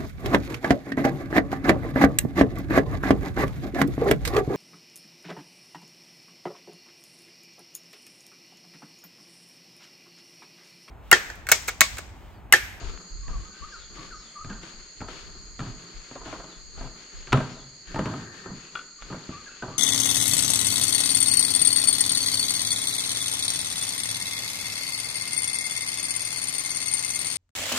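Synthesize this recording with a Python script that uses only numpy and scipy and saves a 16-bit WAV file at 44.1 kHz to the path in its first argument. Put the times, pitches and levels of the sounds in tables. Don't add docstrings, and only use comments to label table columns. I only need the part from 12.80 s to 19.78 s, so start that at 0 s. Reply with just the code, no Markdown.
import sys
import numpy as np
from scipy import signal
from scipy.fft import rfft, irfft
from scipy.io import wavfile

SR = 44100
rng = np.random.default_rng(int(sys.argv[2]) if len(sys.argv) > 2 else 0)


def dump_mix(stems):
    frames = np.atleast_2d(stems).T
    limited = np.clip(frames, -1, 1)
    pcm = np.round(limited * 32767).astype(np.int16)
    wavfile.write(sys.argv[1], SR, pcm)


N = 307818
TIME = np.arange(N) / SR


def gain_of(db):
    return 10 ** (np.asarray(db) / 20)


def evened(x):
    return x / np.sqrt(np.mean(x ** 2) + 1e-20)


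def read(points, hz):
    table_hz, value = np.transpose(points)
    return np.interp(np.log(hz + 1), np.log(table_hz + 1), value)


def add(mix, start_s, sound):
    part = mix[..., max(round(start_s * SR), 0):][..., :sound.shape[-1]]
    part += sound[..., :part.shape[-1]]


def sides(left_db):
    return gain_of([[left_db / 2], [-left_db / 2]])


def drift(rate_hz):
    hz = np.fft.rfftfreq(N, 1 / SR)
    spectrum = rfft(rng.standard_normal(N)) / (1 + (hz / rate_hz) ** 4)
    return evened(irfft(spectrum, N))


def swells(rows, attack_s, release_s, rest_db):
    power = np.full(N, gain_of(rest_db) ** 2)
    for start_s, length_s, level_db in rows:
        rise = np.clip((TIME - start_s) / attack_s, 0, 1)
        fall = np.exp(-np.clip((TIME - start_s - length_s) / release_s, 0, 20))
        power += (gain_of(level_db) * rise * fall) ** 2
    return np.sqrt(power)


# pitch_hz, coherence (1 same, 0 unrelated)
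CHANNEL_LIKENESS = [(30, 0.45), (60, 0.15), (130, 0.82), (400, 0.92), (1400, 0.39), (3000, 0.32),
                    (4500, 0.39), (6800, 0.15), (9000, -0.13)]


def diffuse(colour, swell=1):
    hz = np.fft.rfftfreq(N, 1 / SR)
    left, other = rfft(rng.standard_normal((2, N)) * swell)
    same = np.clip(read(CHANNEL_LIKENESS, hz), -1, 1)
    right = same * left + np.sqrt(1 - same ** 2) * other
    return evened(irfft(np.array([left, right]) * gain_of(read(colour, hz)), N))


def click(colour, size=2048):
    hz = abs(np.fft.fftfreq(size, 1 / SR))
    log_gain = np.log(gain_of(read(colour, hz)))
    pulse = np.fft.ifft(np.exp(np.conj(signal.hilbert(log_gain)))).real
    return pulse / np.linalg.norm(pulse)


def tail(t60s, size=SR):
    hz, t, grid = signal.stft(rng.standard_normal(size), SR, nperseg=256)
    fade = gain_of(-60 * t / read(t60s, hz)[:, None])
    return signal.istft(grid * fade, SR, nperseg=256)[1][:size]


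def ring(modes, t, hold=1, spot_db=0., detune=0.):
    hz, db, t60 = np.transpose(modes)[..., None]
    weight, shift = rng.standard_normal((2, len(modes), 1))
    sign = (-1) ** np.arange(len(modes))[:, None]
    fade = gain_of(db + spot_db * weight - 60 * t / (t60 * hold))
    sines = np.sin(2 * np.pi * hz * (1 + detune * shift) * t)
    return (sign * fade * sines).sum(0)


def trees(x, t60, build_s=0.0023):
    t60s = [(200, t60), (1500, 0.81 * t60), (4000, 0.56 * t60)]
    common, left, right = (tail(t60s) for _ in range(3))
    echo = (common + 0.27 * np.array([left, right])) * (1 - np.exp(-TIME[:SR] / build_s))
    return signal.fftconvolve(x[None], echo / np.linalg.norm(echo[0]), axes=1)[:, :N]


# (time to fall 60 dB, before the hold factor)
DECK_TONES = [(81, -4.5, .37), (110.4, -4.5, 0.35), (140.3, 4.5, 0.41), (187, -1.5, .28), (249.4, 1, 0.3),
              (319, -19.5, 0.27), (403.4, -12.5, 0.38), (501, -15.5, 0.58), (542, -11.5, 0.26),
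              (642, -11.5, 0.75), (711, -13.5, .45), (854, -27, .25), (945, -13, 0.36), (1009, -10, .3),
              (1080, -25, 0.29), (1248, -5.5, 0.22), (1420, -12, .25), (1580, -14, 0.26),
              (1820, -13.5, .22), (2400, -25, 0.31), (2680, -30, .22)]
# pitch_hz, relative level_db
CLATTER_COLOUR = [(50, -19.5), (110, 7), (260, 4.5), (500, -9), (800, -3.5), (1300, -6.5), (2000, -29),
                  (3300, -25.5), (5500, -45), (8000, -50.5), (14000, -66)]
# pitch_hz, t60_s (before the hold factor)
CLATTER_DECAY = [(100, 0.63), (600, 0.56), (1400, 0.53), (3000, 0.52), (9000, 0.9)]
# pitch_hz, relative level_db
CONTACT_COLOUR = [(80, 9), (400, 12.5), (1000, 8), (2800, -4.5), (5500, -15.5), (8000, -22), (11000, -39),
                  (15000, -49)]


def unit(x):
    early = np.arange(x.shape[-1]) / SR < .02
    return x / np.sqrt(np.mean(x[early] ** 2) + 1e-20)


def band(edge_hz, kind):
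    return signal.butter(4, edge_hz, kind, fs=SR, output="sos")


def blow(knock_db, thud_db, crack_db, hold, low_hz, high_hz, settle_s, size=26000):
    t, hold = np.arange(size) / SR, np.clip(hold, .15, 1.6)
    t60s = [(hz, t60 * hold) for hz, t60 in CLATTER_DECAY]
    clatter, spread = (unit(signal.fftconvolve(tail(t60s, size=size), click(CLATTER_COLOUR))[:size])
                       for _ in range(2))
    burst = rng.standard_normal(size) * np.exp(-t / 0.0026)
    contact = unit(signal.fftconvolve(burst, click(CONTACT_COLOUR))[:size])
    wood = unit(ring(DECK_TONES, t, hold, spot_db=3.5, detune=0.0055)) + clatter + contact

    low, mid, high = band(350, "low"), band((350, 1800), "band"), band(1800, "high")
    thud, knock, crack = (unit(signal.sosfilt(part, wood)) for part in (low, mid, high))
    low_tone = unit(ring([(low_hz, 0, .33)], t, hold))
    thud = unit((thud + low_tone) * (1 - np.exp(-t / 0.0015)))
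    onset = 1 - np.exp(-t / max(settle_s, 1e-4))
    high_tone = unit(ring([(high_hz, 0, .08)], t, hold))
    knock = unit(onset * (knock + gain_of(0.5) * high_tone))
    apart = np.array([[1], [-1]]) * gain_of(-10) * onset
    knock = knock + 0.42 * apart * unit(signal.sosfilt(mid, spread))
    crack = unit(np.sqrt(onset) * crack) + apart * unit(signal.sosfilt(high, spread))
    crack = crack * sides(2.4)
    return gain_of(thud_db - 1) * thud + gain_of(knock_db - 9) * knock + gain_of(crack_db - 8) * crack


# start_s, knock_db, thud_db, crack_db (each before the fixed cut made in blow),
# hold (factor on ring time), low_hz and high_hz (two tones of the struck board)
PLANK_BLOWS = [(.012, -37.5, -45, -68, 0.87, 108, 691), (.48, -39.5, -47, -45, 1, 101, 1000),
               (1.18, -42, -45, -63, .74, 312, 1075), (1.646, -39.5, -39, -43, 0.94, 100.4, 1240),
               (1.699, -37, -37, -40.5, 0.68, 200, 1676), (1.729, -50, -42.5, -43, 0.99, 215, 1380),
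               (1.832, -42, -47, -42.5, 0.78, 333, 1530), (2.204, -38, -38.5, -44, 0.78, 247.4, 1350),
               (2.214, -31.5, -37.5, -42.5, 0.65, 100, 850), (2.284, -32, -52, -44, 0.52, 194, 1310),
               (2.55, -51, -51.5, -59, 0.48, 364, 710), (2.792, -32, -36.5, -38, 0.68, 216, 1366),
               (2.803, -37, -30, -38.5, 0.51, 134, 1280), (2.861, -42, -36.5, -45, 0.89, 117, 1270),
               (3.311, -39, -45, -47, 0.29, 160, 970), (3.354, -31, -49, -50, 0.62, 292, 570),
               (3.414, -36.5, -60, -54, .45, 189, 1004), (3.457, -34, -45, -46, .57, 292, 630),
               (3.474, -41, -43, -56, 1, 114, 740), (3.527, -28.5, -48, -43, 0.56, 314, 630),
               (3.599, -34.5, -61, -49, 0.48, 320, 670), (3.64, -38, -52.5, -69, 0.41, 280, 616),
               (3.974, -40, -50, -57, 0.74, 131, 795), (4.009, -34, -43, -50, 0.79, 170, 674),
               (4.04, -39, -42, -61, 0.68, 134, 660), (4.471, -41.5, -48, -41, 0.73, 363, 1610),
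               (4.528, -13.5, -19, -17, 0.5, 120, 1008), (4.545, -19.5, -19, -51, 0.33, 136, 1270),
               (4.573, -25.5, -24.5, -33, 0.68, 138, 540), (4.603, -23.5, -48, -35.5, 0.45, 131, 605),
               (4.765, -41.5, -55, -62, 0.87, 275, 650), (5.144, -29.5, -33, -38.5, .41, 99, 626),
               (5.159, -23.5, -36, -36.5, 0.98, 216, 896), (5.191, -22, -25.5, -33.5, 0.48, 189, 638),
               (5.256, -26.5, -28.5, -33, 0.88, 112, 416), (5.338, -29.5, -38, -44, 0.79, 283, 1250),
               (5.658, -34, -40.5, -52, 0.45, 373, 1316), (5.702, -42, -36.5, -56, 0.53, 188, 964),
               (6.301, -34, -36.5, -47, 0.85, 191, 1240), (6.325, -31, -50, -45.5, 0.31, 159, 1190),
               (6.344, -34, -40, -49, 0.38, 161, 546), (6.49, -39, -33, -50, .5, 250, 1260),
               (6.823, -24.5, -37, -43.5, 0.73, 369, 1520), (6.881, -33, -37, -65, 0.62, 112, 640)]
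SOFT_DB, SETTLE_S = -42, 0.0059
SETTLE_HALVING_DB = 30


def footsteps():
    out = np.zeros((2, N))
    for start_s, knock_db, thud_db, crack_db, hold, low_hz, high_hz in PLANK_BLOWS:
        settle_s = SETTLE_S * hold * .5 ** ((knock_db - SOFT_DB) / SETTLE_HALVING_DB)
        add(out, start_s, blow(knock_db, thud_db, crack_db, hold, low_hz, high_hz, settle_s))
    return out


# start_s, ring_db (gain on the tones), crack_db (gain on the click)
FITTING_CLACKS = [(0.176, -56, -21.5), (4.523, -25.5, -6), (5.954, -26.5, -16.5), (5.9573, -47, -18),
                  (5.972, -37, -19), (5.991, -36, -22), (6.011, -43, -36), (6.223, -45, -17.5),
                  (6.229, -49, -24)]
# pitch_hz, relative level_db, t60_s (before the hold factor)
FITTING_TONES = [(1170, -7, 0.13), (1273, 2.5, 0.052), (1405, 4, 0.098), (1487, -5, 0.24),
                 (2400, -15, 0.12), (2820, -6.5, 0.094), (3370, -8.5, 0.1)]


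def fitting():
    out, t = np.zeros(N), np.arange(SR // 3) / SR
    snap = click([(500, -4), (1400, 2), (3500, -6.5), (4500, -13), (9000, -33), (14000, -54)])
    for start_s, ring_db, crack_db in FITTING_CLACKS:
        add(out, start_s, gain_of(ring_db) * ring(FITTING_TONES, t, hold=0.46))
        add(out, start_s, gain_of(crack_db) * snap)
    return out * sides(3.4)


# start_s, length_s, level_db
LEANING_RASPS = [(5.05, 0.64, -52)]
# pitch_hz, relative level_db
RASPING_COLOUR = [(1000, -31), (1400, -20), (1570, 5.5), (1680, -5.5), (1800, 5), (2000, -12), (2400, -15),
                  (4000, -55)]


def rasp():
    rubbing = diffuse(RASPING_COLOUR, gain_of(2 * drift(60)))
    return rubbing * swells(LEANING_RASPS, attack_s=0.03, release_s=0.043, rest_db=-89) * sides(7.5)


# start_s, length_s, level_db
STRIDE_SWELLS = [(-.03, 0.24, -50.5), (.45, 0.38, -54.5), (1.08, 0.24, -51.5), (1.66, 0.26, -55.5),
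                 (2.24, 0.41, -54), (2.84, 0.26, -54), (3.4, 0.35, -53), (3.92, 0.26, -55),
                 (4.3, 0.5, -59.5), (5.07, 0.51, -49), (5.62, 0.17, -53.5), (5.92, 0.078, -56),
                 (6.22, 0.23, -52.5), (6.82, .18, -54)]
# pitch_hz, relative level_db
MURMUR_COLOUR = [(40, -17), (100, -20), (170, 10), (260, -0.5), (390, 4), (550, -8.5), (800, -11),
                 (1300, -0.5), (1800, -12.5), (2600, -73), (6000, -35.5)]


def span():
    murmur = diffuse(MURMUR_COLOUR, gain_of(2 * drift(21)))
    return murmur * swells(STRIDE_SWELLS, attack_s=0.037, release_s=0.15, rest_db=-73)


# start_s, length_s, level_db
LEG_SWISHES = [(-.03, 0.13, -47.5), (.47, 0.19, -56.5), (.72, 0.3, -54.5), (1.13, 0.13, -49.5),
               (1.37, 0.18, -60.5), (1.81, 0.086, -48.5), (1.96, 0.22, -57.5), (2.27, 0.14, -46.5),
               (2.47, 0.1, -63), (2.79, 0.1, -52.5), (2.97, 0.39, -54), (3.43, 0.12, -47),
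               (3.62, 0.12, -56.5), (3.95, .11, -53), (4.15, 0.097, -53), (4.3, .21, -54),
               (4.55, 0.17, -49), (5.05, 0.37, -51.5), (5.52, 0.12, -52), (5.73, 0.13, -52.5),
               (5.91, 0.081, -53.5), (6.19, 0.33, -53), (6.49, .09, -52.5), (6.6, 0.72, -54)]
# pitch_hz, relative level_db
CLOTH_COLOUR = [(150, -18), (350, 11.5), (700, 0.5), (1500, 8.5), (2300, 6), (3400, 5), (5500, -1.5),
                (8000, -12), (9500, -17), (11000, -23), (14500, -41)]


def rustle():
    grains = gain_of(1.2 * drift(430) + 0.73 * drift(54))
    swing = swells(LEG_SWISHES, attack_s=0.026, release_s=0.062, rest_db=-61)
    return diffuse(CLOTH_COLOUR, grains) * swing * sides(7.4)


# start_s, length_s, level_db (before a 0.7 dB cut)
AIR_PUFFS = [(.02, 0.076, -30), (.3, 0.3, -37.5), (.47, 0.13, -31), (.8, 0.043, -41.5), (.96, 0.43, -47.5),
             (1.59, 0.22, -43.5), (1.93, .1, -48.5), (2.16, 0.79, -45), (3.14, 0.034, -39),
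             (3.37, 0.23, -45.5), (3.76, 0.23, -45.5), (3.97, 0.083, -35.5), (4.33, 0.076, -40),
             (4.5, .07, -35), (4.62, .2, -53), (5.06, 0.15, -41.5), (5.39, 0.052, -51), (5.64, 0.13, -53),
             (6.21, 0.095, -45), (6.47, 0.15, -58), (6.8, 0.14, -51)]
# pitch_hz, relative level_db
AIR_COLOUR = [(10, -14), (22, 2), (38, 4.5), (60, -5), (100, -14.5), (160, -24), (300, -41), (900, -96)]


def air():
    puffs = swells(AIR_PUFFS, attack_s=0.02, release_s=0.045, rest_db=-65)
    return diffuse(AIR_COLOUR) * puffs * gain_of(-0.7) * sides(2.2)


STILL_MOMENTS = [1.55, 2.14, 2.72, 3.84, 4.99, 6.13]


def stillness():
    dips = sum(np.exp(-((TIME - middle_s) / 0.043) ** 2) for middle_s in STILL_MOMENTS)
    return gain_of(-3 * dips)


# start_s, length_s, start_hz, middle_hz, end_hz, level_db (direct and echo
BIRD_NOTES = [(.42, .07, 1180, 1120, 1180, -54, 0.6), (.52, 0.058, 1196, 1140, 1120, -47, 0.9),
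              (0.645, 0.034, 1200, 1253, 1320, -54.5, 0.6), (.68, 0.1, 1404, 1520, 1630, -58, 0.2),
              (.785, .038, 1240, 1178, 1130, -62, .8), (0.817, 0.041, 1100, 1187, 1330, -42.5, 0.88),
              (.87, .08, 5900, 5370, 4830, -61, .05), (0.892, 0.18, 5560, 3990, 3140, -56.5, 0.45),
              (0.914, 0.066, 1757, 1430, 1200, -47, 0.83), (1.159, 0.087, 1220, 1124, 1260, -48.5, 0.7),
              (1.3, 0.065, 1755, 1340, 1170, -46.5, 0.81), (1.33, 0.092, 5900, 5400, 4800, -59, .05),
              (1.371, .15, 4730, 3650, 3070, -59.5, .35), (1.546, 0.092, 1230, 1181, 1373, -41.5, 0.8),
              (1.692, 0.048, 1815, 1536, 1340, -45, .8), (3.657, .095, 4580, 3840, 3040, -57, .35),
              (4.68, .05, 5900, 5440, 4800, -61, .05), (4.712, 0.14, 4730, 3660, 3230, -59, 0.54),
              (5.781, .07, 2410, 2630, 2730, -58, .05), (6.18, 0.055, 1160, 1173, 1200, -55, 0.8),
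              (6.469, 0.083, 2690, 2570, 2350, -56.5, 0), (6.514, .082, 1216, 1162, 1340, -45, 0.86),
              (6.659, .043, 1810, 1578, 1250, -46, .6), (6.687, 0.041, 2490, 2640, 2750, -55.5, 0.3),
              (6.9, .1, 1168, 1160, 1300, -50, 0.77)]


def birds(waver=.014, far_waver=0.022, flutter_db=1.06, echo_s=0.68):
    direct, scattered = np.zeros((2, N))
    unsteady, flutter = drift(132), gain_of(flutter_db * drift(60))
    for start_s, length_s, start_hz, middle_hz, end_hz, level_db, share in BIRD_NOTES:
        u = np.linspace(0, 1, round(length_s * SR))
        share = np.clip(share, 0, 1)
        blur = (waver + far_waver * (1 - share)) * np.interp(start_s + u * length_s, TIME, unsteady)
        bend = np.polyfit([0, .5, 1], [start_hz, middle_hz, end_hz], 2)
        hz = np.polyval(bend, u) * (1 + blur)
        tone = np.sin(2 * np.pi * np.cumsum(hz) / SR)
        note = gain_of(level_db) * evened(tone * signal.windows.tukey(len(u), .5))
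        add(direct, start_s, np.sqrt(share) * note)
        add(scattered, start_s, np.sqrt(1 - share) * note)
    return direct * flutter * sides(1.6) + trees(scattered * flutter, t60=echo_s)


# pitch_hz, relative level_db
LOW_INSECTS = [(3500, -50), (3900, -15), (4150, -0.5), (4400, 4.5), (4650, 1.5), (4950, -7.5), (5400, -18),
               (6200, -29), (7000, -43)]
# pitch_hz, relative level_db
HIGH_INSECTS = [(5500, -55), (6150, -14), (6430, -3), (6700, 2.5), (6860, -3.5), (6970, 0.5), (7220, -13.5),
                (7380, -8.5), (7650, -17.5), (8200, -52), (9000, -60)]


def insects():
    low = diffuse(LOW_INSECTS) * gain_of(-51.5 + 0.49 * drift(1.24) + 1.08 * drift(70))
    high = diffuse(HIGH_INSECTS) * gain_of(-51.5 + .5 * drift(3.6) + 0.11 * drift(70))
    return low + high


# pitch_hz, relative level_db
FOREST_COLOUR = [(20, 6), (70, -21), (160, 7), (380, -4.5), (650, -3), (1300, -9.5), (2000, 2),
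                 (3500, -15.5), (6000, -21), (8000, -13.5), (9600, -13.5), (11000, -39), (15000, -33)]


def forest():
    return diffuse(FOREST_COLOUR) * gain_of(-61.5 + 1.8 * drift(6.1))


def scene():
    steps = footsteps() + fitting()
    bridge = steps + gain_of(-16) * trees(steps.mean(0), t60=0.9) + rasp()
    near_walker = (span() + rustle() + air()) * stillness()
    return bridge + near_walker + birds() + forest() + insects()


def record(dry):
    low_pass = signal.firwin(511, 15100, window=("kaiser", 9), fs=SR)
    return signal.oaconvolve(dry, low_pass[None], "same")


dry = scene()
out = record(dry)
dump_mix(out)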